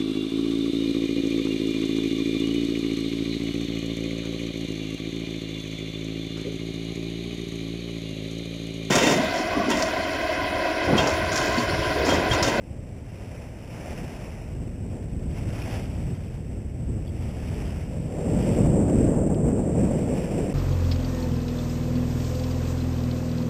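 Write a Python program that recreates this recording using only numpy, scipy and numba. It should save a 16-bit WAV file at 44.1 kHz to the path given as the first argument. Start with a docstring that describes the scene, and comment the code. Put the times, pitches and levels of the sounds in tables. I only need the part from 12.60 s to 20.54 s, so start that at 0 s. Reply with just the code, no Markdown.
"""Wind buffets a camera in a closed case while small waves lap on rocks and sand. One wind strength drives the
turbulent pressure: large eddies rumble, small ones buffet, the case drones. From about 5.6 s the buffeting and
the drone are much louder. Each wave swells and drains as a wash of spray and resonating bubbles; a few drops
stand out. The camera samples at 8 kHz and holds each value, which mirrors the spectrum into a gritty treble."""
import sys
import numpy as np
from scipy import signal
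from scipy.fft import rfft, irfft, next_fast_len
from scipy.io import wavfile
from scipy.ndimage import uniform_filter1d
from numba import njit

SR = 44100
rng = np.random.default_rng(int(sys.argv[2]) if len(sys.argv) > 2 else 0)


def store_pcm(level_fs):
    """Save levels as 16-bit WAV."""
    pcm = np.round(np.clip(level_fs, -1, 1) * 32767).astype(np.int16)
    wavfile.write(sys.argv[1], SR, np.atleast_2d(pcm).T)


N = 350016

# wind strength between gusts: (time [s], level over a moderate breeze [dB])
WIND_STRENGTH = [(0, -7), (1.1, -7.5), (1.8, -4.4), (2.55, 0), (3.2, 0.5), (4.0, -2), (4.85, 2.3),
                 (5.25, -2.5), (5.9, -1.04), (6.62, 1), (7.1, -3.5), (7.94, -4)]
# Gaussian gusts: (peak time [s], rise [dB], half width at 1/e [s])
WIND_GUSTS = [(.91, 3, 0.037), (2.022, 4, 0.093), (2.9, 3, 0.14), (3.52, 2.5, 0.043), (4.29, 3, 0.11),
              (5.424, 3.5, 0.084), (5.744, 4.5, 0.084), (6.075, 4.5, 0.09), (6.392, 5.5, 0.11),
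              (6.688, 3.5, 0.074), (6.867, 4.5, 0.053), (7.218, 6.5, 0.078), (7.79, 3, 0.11)]
# spectra of large eddies, small eddies and the case: (frequency [Hz], relative density [dB])
RUMBLE_SPECTRUM = [(12, -57), (25, -13), (42, -3.5), (68, -1.5), (110, -3), (150, -9.5), (230, -18.5),
                   (500, -59.5)]
BUFFET_SPECTRUM = [(70, -17), (115, -5), (155, 1), (240, -3), (330, -7.5), (430, -13.5), (650, -39.5),
                   (1000, -45.5), (1600, -41), (3000, -54), (4000, -80)]
DRONE_SPECTRUM = [(250, -9), (400, -1), (480, 3.5), (570, 1), (700, -7.5), (850, -14.5), (1100, -23),
                  (1600, -36.5), (3000, -47.5), (4000, -56)]
# waves: (crest time [s], relative level [dB], rise constant [s], fall constant [s],
# slosh offset [dB], fizz offset [dB])
WAVE_CRESTS = [(.76, -54, .28, 0.19, 5, -13), (1.27, -47.5, 0.17, 0.39, 6.5, -17),
               (1.6, -54.5, 0.36, 0.19, 5.5, -12), (2.34, -59, 0.057, 0.078, 22, -20),
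               (2.775, -51, 0.034, 0.038, -6, -12), (3.0, -46.5, 0.13, 0.078, -1, -11),
               (3.14, -43.3, 0.067, 0.071, 7, -8), (3.4, -54, 0.54, .3, 5.5, -7),
               (4.62, -56, 0.085, 0.44, 11.5, -5), (5.05, -49, 0.31, 0.17, 4.5, -12.5),
               (5.89, -46.5, 0.25, 0.19, 7, -8.5), (6.41, -53.5, 0.16, 0.15, 8, -10),
               (7.22, -54, 0.061, 0.19, 11, -14), (7.72, -48, 0.42, 0.44, 7, -10.5)]
# spectra of the wash, heaving water and bursting foam: (frequency [Hz], relative density [dB])
WASH_SPECTRUM = [(200, -29), (400, 2.5), (620, 10.5), (850, 4), (1150, -3.5), (1600, -2.5), (2000, -0.5),
                 (2500, 0.5), (2900, -2), (3200, -10), (3600, -14.5), (4000, -12)]
SLOSH_SPECTRUM = [(100, -9), (230, 1.5), (450, -4.5), (900, -19), (2000, -60)]
FIZZ_SPECTRUM = [(1500, -14), (2700, -7), (3150, 1.5), (3600, -4), (4000, -15), (4300, -55)]
# single drops: (time [s], relative level [dB], frequency [Hz], 60 dB decay time [s])
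DROP_IMPACTS = [(2.714, -42, 3200, .012), (2.774, -39, 2190, .03), (3.019, -31, 2420, 0.023),
                (3.257, -37, 2800, .012), (3.491, -47, 2600, 0.011), (4.470, -46, 3380, 0.018),
                (4.478, -40, 3330, .02), (4.494, -46, 3280, .025), (5.057, -39, 3160, 0.0091),
                (6.298, -36, 2900, 0.017), (6.745, -33, 3120, 0.0063), (6.75, -42, 2970, .012)]
# the camera's response before and after sampling: (frequency [Hz], gain [dB])
INPUT_RESPONSE = [(3300, 0), (3800, 2), (3900, -1.5), (4000, -11)]
OUTPUT_RESPONSE = [(4000, -0.5), (8000, -1.4), (10500, -1.6), (13500, -3), (15300, -9)]


def wind():
    """Turbulent pressure grows with wind strength and excites the resonance of the hollow case."""
    t = np.arange(N) / SR
    louder_from_s, fade_length_s, drone_lead_s = 5.55, 0.49, 0.089
    gust_db = sum(db * np.exp(-((t - peak_s) / half_s) ** 2) for peak_s, db, half_s in WIND_GUSTS)
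    strength_db = np.interp(t, *np.transpose(WIND_STRENGTH)) + gust_db + 1.38 * flutter(rate_hz=7.4)
    louder_stretch = lambda s: .5 + .5 * np.tanh(2 * (s - louder_from_s) / fade_length_s)
    # level in a moderate breeze + growth with strength + gain in the louder stretch
    rumble_db = -30.5 + 0.96 * strength_db + 2 * louder_stretch(t)
    buffet_db = -37 + 0.87 * strength_db + 14 * louder_stretch(t)
    drone_db = -48.5 + 0.42 * strength_db + 18.5 * louder_stretch(t + drone_lead_s)
    bursts = flutter(rate_hz=64)
    rumble = eddies(RUMBLE_SPECTRUM, steady_s=0.1) * undb(rumble_db)
    buffet = eddies(BUFFET_SPECTRUM, steady_s=0.087) * undb(buffet_db + 0.75 * bursts)
    drone = eddies(DRONE_SPECTRUM, steady_s=0.017) * undb(drone_db + 2 * bursts)
    return rumble + buffet + drone


def eddies(spectrum, steady_s):
    """Turbulence is random pressure: shaped noise, its power held even over steady_s."""
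    pressure = noise(spectrum)
    return pressure / np.sqrt(smooth(pressure ** 2, steady_s) + 1e-9)


def waves():
    """Folding wavelets radiate in spurts: broadband spray, slosh and foam, and resonating bubbles."""
    wash_gain, slosh_gain, fizz_gain = surge()
    spray = noise(WASH_SPECTRUM + [(4300, -60)])
    swarm = bubbles(low_hz=378.0, high_hz=3720, cycles=28, spread_db=1.0, rise=0.21, count=17000)
    gurgle = colour(swarm, WASH_SPECTRUM)
    fizz = noise(FIZZ_SPECTRUM)
    slosh = noise(SLOSH_SPECTRUM)
    wash = undb(3.5) * spray + undb(1.5) * gurgle
    spurts = undb(0.78 * flutter(rate_hz=81))
    return (wash * wash_gain + slosh * slosh_gain + fizz * fizz_gain) * spurts


def surge():
    """Incoherent sources add in power: the waves sum to envelopes of wash, slosh and fizz."""
    t = np.arange(N) / SR
    rounding = .45  # width of the crest, as a share of rise or fall
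    powers = lambda db, slosh_db, fizz_db: undb([[db], [db + slosh_db], [db + fizz_db]]) ** 2
    total = powers(db=-61, slosh_db=1, fizz_db=-13.5)  # steady lapping farther along the shore
    for crest_s, db, rise_s, fall_s, slosh_db, fizz_db in WAVE_CRESTS:
        from_crest = (t - crest_s) / np.where(t < crest_s, rise_s, fall_s)
        swell = np.exp(rounding - np.sqrt(from_crest ** 2 + rounding ** 2))
        total = total + powers(db, slosh_db, fizz_db) * swell ** 2
    return np.sqrt(total)


def bubbles(low_hz, high_hz, cycles, spread_db, rise, count):
    """Trapped air resonates: in a random swarm, small bubbles ring higher, start sharper, die sooner."""
    when, pitch, life, strength = rng.random((count, 4)).T
    hz = low_hz * (high_hz / low_hz) ** pitch
    gain = undb(-spread_db * np.log(np.maximum(strength, .004)))
    t60 = cycles * (.5 + life) / hz
    return ring(when * N / SR, hz, t60, gain * hz, rise)


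@njit
def ring(starts_s, hz, t60, amplitude, rise):
    """A bubble is a damped oscillator whose pitch climbs by the fraction rise as it nears the surface."""
    out = np.zeros(N)
    for k in range(len(starts_s)):
        first, n = int(starts_s[k] * SR), int(t60[k] * SR) + 1
        angle = 2 * np.pi * hz[k] / SR
        phasor = amplitude[k] + 0j
        step = np.exp(1j * angle - np.log(1000) / n)
        glide = np.exp(1j * angle * rise / n)
        for i in range(first, min(first + n, N)):
            out[i] += phasor.imag
            phasor *= step
            step *= glide
    return out


def drops():
    """Each impact excites a small bubble's resonance and a splash of noise with the same envelope."""
    starts_s, db, hz, t60 = np.transpose(DROP_IMPACTS)
    pings = ring(starts_s, hz, t60, undb(db), rise=.04)
    envelope = np.abs(signal.hilbert(pings))
    splash = noise([(1000, -25), (2300, -3), (3200, -3), (4000, -1), (5000, -40)])
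    return .8 * pings + 0.11 * envelope * splash


def undb(db):
    """Amplitude grows tenfold every 20 dB."""
    return 10 ** (np.asarray(db) / 20)


def unit(x):
    """Normalisation to rms 1."""
    return x / np.sqrt(np.mean(x ** 2))


def tone(x, response):
    """Linear filtering multiplies the spectrum by a response: (frequency [Hz], gain [dB])."""
    hz, db = np.transpose(response)
    n = next_fast_len(N, real=True)
    bin_hz = np.fft.rfftfreq(n, 1 / SR) + 1e-3
    gain = undb(np.interp(np.log(bin_hz), np.log(hz), db))
    return irfft(rfft(x, n) * gain, n)[..., :N]


def colour(x, spectrum):
    """Spectral shaping, at rms 1."""
    return unit(tone(x, spectrum))


def noise(spectrum):
    """White noise takes on the spectrum of its filter."""
    return colour(rng.standard_normal(N), spectrum)


def smooth(x, span_s):
    """Two moving averages act as a low-pass filter."""
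    width = max(int(SR * span_s), 2)
    return uniform_filter1d(uniform_filter1d(x, width), width)


def flutter(rate_hz):
    """Low-passed noise of rms 1 fluctuates about rate_hz times a second."""
    return unit(smooth(rng.standard_normal(N), 1 / rate_hz))


def scene():
    """The pressures of wind and water superpose at one microphone."""
    return (wind() + waves() + drops())[None]


def record(dry):
    """Sample-and-hold makes spectral images: the steps mirror the sound around the sampling rate."""
    sample_hz, top_hz = 8000, 15330
    filtered = tone(dry * signal.windows.tukey(N, .003), INPUT_RESPONSE)
    coarse = signal.resample(filtered, round(N * sample_hz / SR), axis=1)
    steps = signal.resample(np.repeat(coarse, 20, axis=1), N, axis=1)
    low_pass = signal.ellip(12, .2, 80, top_hz, fs=SR, output="sos")
    return signal.sosfilt(low_pass, tone(steps, OUTPUT_RESPONSE))


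dry = scene()
out = record(dry)
store_pcm(out)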